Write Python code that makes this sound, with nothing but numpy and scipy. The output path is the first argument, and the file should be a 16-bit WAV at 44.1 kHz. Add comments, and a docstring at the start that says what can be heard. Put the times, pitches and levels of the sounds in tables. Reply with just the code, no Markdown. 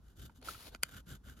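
"""Short, rasping pulls of a utility knife through thick leather are heard first, over a rumbling board.
Tearing fibres drive the resonances of knife and board, and the board thuds as it gives way. The blade
ticks, squeaks by stick-slip and crunches into one long, hissing slice. It snaps through the edge with
a sharp click, and the short pulls go on. Two microphone ports, close by in a quiet workshop, receive
the cut with differences of phase and level."""
import sys
import numpy as np
from scipy import signal
from scipy.fft import rfft, irfft, next_fast_len
from scipy.io import wavfile

SR = 44100
rng = np.random.default_rng(int(sys.argv[2]) if len(sys.argv) > 2 else 0)


def unload_wav(signal):
    """Save mono or channel-first audio to the path in sys.argv[1] as 16-bit WAV at rate SR, clipped to [-1, 1]."""
    wavfile.write(
        sys.argv[1],
        SR,
        np.round(np.clip(np.atleast_2d(signal).T, -1, 1) * 32767).astype(np.int16),
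    )


N = 61739
FFT_SIZE = 2 * next_fast_len(N // 2 + SR // 8, True)  # leaves room for tails
TIME, FREQ = np.arange(N) / SR, np.arange(FFT_SIZE // 2 + 1) * SR / FFT_SIZE + 1e-6
TOP_HZ = 15900

# short pulls: t/s, length/s, rasp level/dB, peak position/fraction, rumble level/dB, low-mode gain/dB
BLADE_PULLS = [(0.0, 0.15, -73.5, 0.7, -67, 0), (.15, 0.14, -58.5, 0.55, -53, -4.5),
               (0.246, 0.019, -60.5, 0.82, -61, -2.5), (0.274, 0.08, -75.5, 0.18, -62.5, -1),
               (0.344, 0.059, -67.5, 0.38, -68, -6.5), (0.701, 0.073, -64, 0.65, -67.5, 0),
               (0.827, 0.08, -63.5, 0.27, -70, 5), (0.863, .16, -57, 0.66, -56.5, 2.5),
               (1.055, 0.13, -56, 0.46, -50.5, 0.5), (1.23, .13, -61, 0.41, -53.5, 2.5),
               (1.348, 0.086, -65, 0.47, -58.5, 0.5)]
# resonances of knife and board: f/Hz, bandwidth/Hz, gain when dragged/dB, gain when struck/dB
KNIFE_MODES = [(200, 200, -13, -10), (560, 230, -11, -10.5), (1473, 180, 5.5, 6.5), (2046, 180, -20, -3),
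               (2390, 350, -20, -1.5), (3038, 213, -0.5, -1), (3560, 390, -6, -25), (4590, 390, -13, 2),
               (6400, 820, -10, -3), (7385, 270, -5.5, -4), (7930, 350, -25, -3.5), (8930, 350, -15.5, 0),
               (9940, 370, -10, 0.5), (11360, 400, -14, -12.5), (11960, 450, -5.5, -7.5)]
# the board giving way: t/s, f/Hz, level/dB, decay time/s
BOARD_THUDS = [(.07, 58.6, -46.5, 0.022), (0.217, 65, -43, 0.037), (.385, 255.1, -55, .035),
               (0.552, 106, -45, 0.013), (.749, 230, -43.5, 0.0055), (.7488, 722, -42, 0.0021),
               (.785, 64, -45.5, .018), (.834, 170, -42, 0.0066), (1.094, 135.7, -45.5, 0.032)]
# stick-slip of the blade: t/s, f/Hz, level/dB, length/s
BLADE_SQUEAKS = [(.2945, 914, -56.5, .011), (0.4851, 1351, -31.5, 0.0097), (0.5498, 1399, -47, 0.008)]
# ticks of the blade and its holder: t/s, level/dB, cut-off f/Hz, decay time/s
BLADE_TICKS = [(.296, -48, 1280, .004), (0.4157, -52.5, 14000, 0.00044), (0.427, -44.5, 5000, 0.0011),
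               (0.4762, -40, 5000, 0.0011), (0.5468, -42, 3000, .004), (.7484, -32, 4470, .0013),
               (.7595, -46, 5000, 0.0013), (0.8285, -33, 12000, .002)]
# leather crunching under the blade: t/s, length/s, level/dB
LEATHER_CRUNCHES = [(0.407, 0.05, -60.5), (0.453, 0.062, -58.5), (.658, .038, -53.5), (.705, .055, -62.5)]
# envelope of the long slice: t/s, level/dB
SLICE_ENVELOPE = [(0.412, -86), (.435, -68), (0.454, -52.5), (0.496, -46.5), (.53, -53.5), (.567, -57),
                  (.62, -56.5), (.65, -55), (0.678, -53), (.712, -72.5)]
# noise spectra of board, crunch, slice and room: f/Hz, relative level/dB
BOARD_SPECTRUM = [(20, -26.5), (35, -11.5), (55, -0.5), (130, -4.5), (260, -10.5), (360, -18.5), (700, -29),
                  (1300, -54), (3000, -75.5)]
CRUNCH_SPECTRUM = [(100, -9.5), (250, -2), (450, -0.5), (800, -5.5), (1100, -17), (2000, -23.5),
                   (4300, -11), (6000, -34), (15000, -50)]
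SLICE_SPECTRUM = [(300, -4), (800, -5), (1400, -3.5), (1850, -7), (2300, -5.5), (3300, -3.5), (4500, -3.5),
                  (5700, -8.5), (8000, -8.5), (11000, -7), (13000, -8), (15500, -10)]
ROOM_SPECTRUM = [(20, -20.5), (35, -12), (55, 1), (100, -14.5), (250, -20.5), (500, -34), (1400, -37),
                 (2200, -51.5), (3300, -47), (15000, -53.5)]
# paths to the two ports: f/Hz, phase lead of left/rad, coherence/fraction, left minus right level/dB
PORT_PATHS = [(80, 0.06, 0.98, 0.5), (700, 0.86, 0.63, -0.5), (1450, -1.0, 0.6, -3.5),
              (2200, -0.5, 0.67, 2.5), (3100, 1.38, 1, 1.7), (4500, 0.88, 0.1, 5), (5700, 0.2, 0.4, -2.5),
              (6760, -1.03, 0.5, 1.9), (8480, -3.5, 1, -1), (9800, -5, 0.6, 0), (11200, -6, 1, -1.7),
              (12000, -7, 0.3, -0.2), (15300, -9.4, 0.7, 0.1)]


def undb(db):
    """Amplitude ratio of a level in decibels."""
    return 10 ** (np.asarray(db) / 20)


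def unit(x):
    """Normalisation to an rms of 1."""
    return x / np.sqrt(np.mean(x ** 2))


def filtered(x, response):
    """Linear filtering multiplies the spectrum by a frequency response."""
    return irfft(rfft(x, FFT_SIZE) * response)[..., :N]


def over_hz(table, column=1):
    """Interpolation of a table column over log frequency."""
    columns = np.array(table, float).T
    return np.interp(np.log(FREQ), np.log(columns[0]), columns[column])


def low_pass(hz):
    """A two-pole response falls 12 dB per octave above its cut-off."""
    s = 1j * FREQ / hz
    return 1 / (1 + np.sqrt(2) * s + s * s)


def unit_power(response):
    """Power normalisation: unit white noise emerges with unit power below TOP_HZ."""
    return response / np.sqrt(np.mean(abs(response) ** 2 * (FREQ < TOP_HZ)))


def wander(hz):
    """Low-passed noise gives a smooth random fluctuation of unit rms."""
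    return unit(filtered(rng.standard_normal(N), 1 / (1 + (FREQ / hz) ** 2) ** 2))


def arch(start, length, peak):
    """An envelope of two quarter sines, meeting at the fraction `peak` of its length."""
    return np.sin(np.pi / 2 * np.interp(TIME, [start, start + length * peak, start + length], [0, 1, 0]))


def ports(common, opposed, coherence_scale=1, left_db=0):
    """Partial coherence: two ports share one signal and take a second with opposite signs."""
    lead, coherence, balance_db = (over_hz(PORT_PATHS, column) for column in (1, 2, 3))
    coherence = np.clip(coherence * coherence_scale, 0, 1)
    side = np.array([[1], [-1]])
    path = np.exp(side * 1j * lead / 2) * undb(side * (balance_db + left_db) / 2)
    shared = filtered(common, path * np.sqrt((1 + coherence) / 2))
    return shared + filtered(opposed, side * path * np.sqrt((1 - coherence) / 2))


def rumble(envelope, spectrum):
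    """Random vibration is heard as coloured noise under an amplitude envelope."""
    streams = [unit(filtered(rng.standard_normal(N), undb(over_hz(spectrum)))) for _ in range(2)]
    return ports(*(envelope * np.array(streams)))


def knife_response(struck):
    """Modal superposition: the resonances of knife and board add to a direct, non-resonant share."""
    response = undb(-24.5 if struck else -16.5)
    for hz, width, drag_db, strike_db in KNIFE_MODES:
        detuning = (FREQ ** 2 - hz ** 2) / (FREQ * width)
        response = response + undb(strike_db if struck else drag_db) / (1 + 1j * detuning)
    return response


def fibres(judder_db, judder_hz, snaps_per_s=7000, spread_db=3.0, rub_gain=0.48):
    """Shot noise of snapping fibres over smooth rubbing, in two streams modulated by blade judder."""
    sizes = undb(spread_db * np.minimum(rng.exponential(size=(2, N)), 5))
    snaps = (rng.random((2, N)) < snaps_per_s / SR) * rng.choice([-1, 1], (2, N)) * sizes
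    rubbing = rub_gain * rng.standard_normal((2, N))
    return unit(unit(snaps) + rubbing) * undb(judder_db * wander(judder_hz))


def pulls(crossover_hz=2700):
    """Forced vibration: each short pull tears fibres, ringing the knife and shaking the board."""
    high_level = low_level = shake = 0
    for start, length, db, peak, rumble_db, low_db in BLADE_PULLS:
        shape = arch(start, length, peak)
        rasp = undb(db) * shape ** 1.15
        high_level += rasp
        low_level += rasp * undb(low_db)
        shake += undb(rumble_db) * shape ** 0.87
    response = unit_power(knife_response(struck=False) * low_pass(13500))
    low_share = 1 / (1 + (FREQ / crossover_hz) ** 8)
    tearing = fibres(judder_db=1.93, judder_hz=170)
    high_modes = filtered(high_level * tearing, response * (1 - low_share))
    low_modes = filtered(low_level * tearing, response * low_share)
    return ports(*(high_modes + low_modes)) + rumble(shake, BOARD_SPECTRUM)


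def thuds():
    """Damped free oscillation: the board swings as it gives way under the blade."""
    swings = 0
    for start, hz, db, decay in BOARD_THUDS:
        age = np.maximum(TIME - start, 0)
        envelope = np.exp(-age / decay) * (1 - np.exp(-2 * hz * age))
        swings += undb(db) * envelope * np.sin(2 * np.pi * hz * age)
    return swings


def squeaks(jitter=0.03, overtone_db=-34):
    """Stick-slip friction: the blade catches and slides for a few nearly pure cycles."""
    tones = 0
    for start, hz, db, length in BLADE_SQUEAKS:
        phase = 2 * np.pi * np.cumsum(hz * (1 + jitter * wander(hz=380))) / SR
        tone = np.sin(phase) + undb(overtone_db) * np.sin(2 * phase)
        tones += undb(db) * arch(start, length, peak=0.18) * tone
    return ports(tones, np.zeros(N))


def impact(start, db, cutoff_hz, decay_s, scrape, rise_s=0.0002):
    """Impulse excitation: a sharp push and a brief scrape set the knife's modes ringing."""
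    age = TIME - start
    envelope = np.exp(-abs(age) / np.where(age < 0, rise_s, decay_s))
    force = scrape * envelope * rng.standard_normal((2, N))
    force[0, int(start * SR)] += 1  # the push
    spectrum = rfft(force, FFT_SIZE)
    whitened = spectrum / (abs(spectrum) + 0.7 * np.mean(abs(spectrum)))
    ring = irfft(whitened * knife_response(struck=True) * low_pass(cutoff_hz))[:, :N]
    return ring * undb(db) / np.sqrt(np.sum(ring[0] ** 2) / 12)  # energy of 12 samples at level db


def clicks():
    """Impact transients: light ticks of the blade, and the loud snap as it breaks through the edge."""
    ticks = sum(impact(*tick, scrape=0.82) for tick in BLADE_TICKS)
    snap = impact(start=0.8331, db=-12.5, cutoff_hz=11100, decay_s=0.0014, scrape=0.41)
    return ports(*(ticks + snap), coherence_scale=1.11, left_db=0.2)


def crunches():
    """Fibre fracture gives coarse, low noise where the blade bites and where it binds."""
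    envelope = sum(undb(db) * arch(start, length, peak=0.46) for start, length, db in LEATHER_CRUNCHES)
    tearing = envelope * fibres(judder_db=2.5, judder_hz=222)
    return ports(*filtered(tearing, unit_power(undb(over_hz(CRUNCH_SPECTRUM)))), left_db=1)


def long_slice():
    """Damping: deep in the leather the knife's resonances are subdued, so the cut hisses broadly."""
    times, levels_db = np.array(SLICE_ENVELOPE).T
    envelope = undb(np.interp(TIME, times, levels_db, left=-200, right=-200))
    shake = undb(-62) * (envelope / envelope.max()) ** 0.45
    tearing = envelope * fibres(judder_db=1.26, judder_hz=196)
    hiss = filtered(tearing, unit_power(undb(over_hz(SLICE_SPECTRUM))))
    return ports(*hiss, coherence_scale=0.95, left_db=1) + rumble(shake, BOARD_SPECTRUM)


def room(direct, wet_db, t60_s):
    """Reverberation: the workshop's reflections add a dull, exponentially decaying tail."""
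    tail = rng.standard_normal((2, N)) * np.exp(-np.log(1000) * TIME / t60_s)
    tail /= np.sqrt(np.sum(tail ** 2) / 2)
    return direct + undb(wet_db) * filtered(direct, rfft(tail, FFT_SIZE) * low_pass(7000))


def scene():
    """Superposition: the sounds of the cut add to their reflections and to steady room noise."""
    cut = pulls() + long_slice() + crunches() + clicks() + squeaks() + thuds()
    return room(cut, wet_db=-20.5, t60_s=0.09) + rumble(undb(-60), ROOM_SPECTRUM)


def record(dry):
    """Band limiting: a steep elliptic low-pass removes the treble above TOP_HZ."""
    return signal.sosfilt(signal.ellip(8, .2, 70, TOP_HZ, fs=SR, output="sos"), dry)


dry = scene()
out = record(dry)
unload_wav(out)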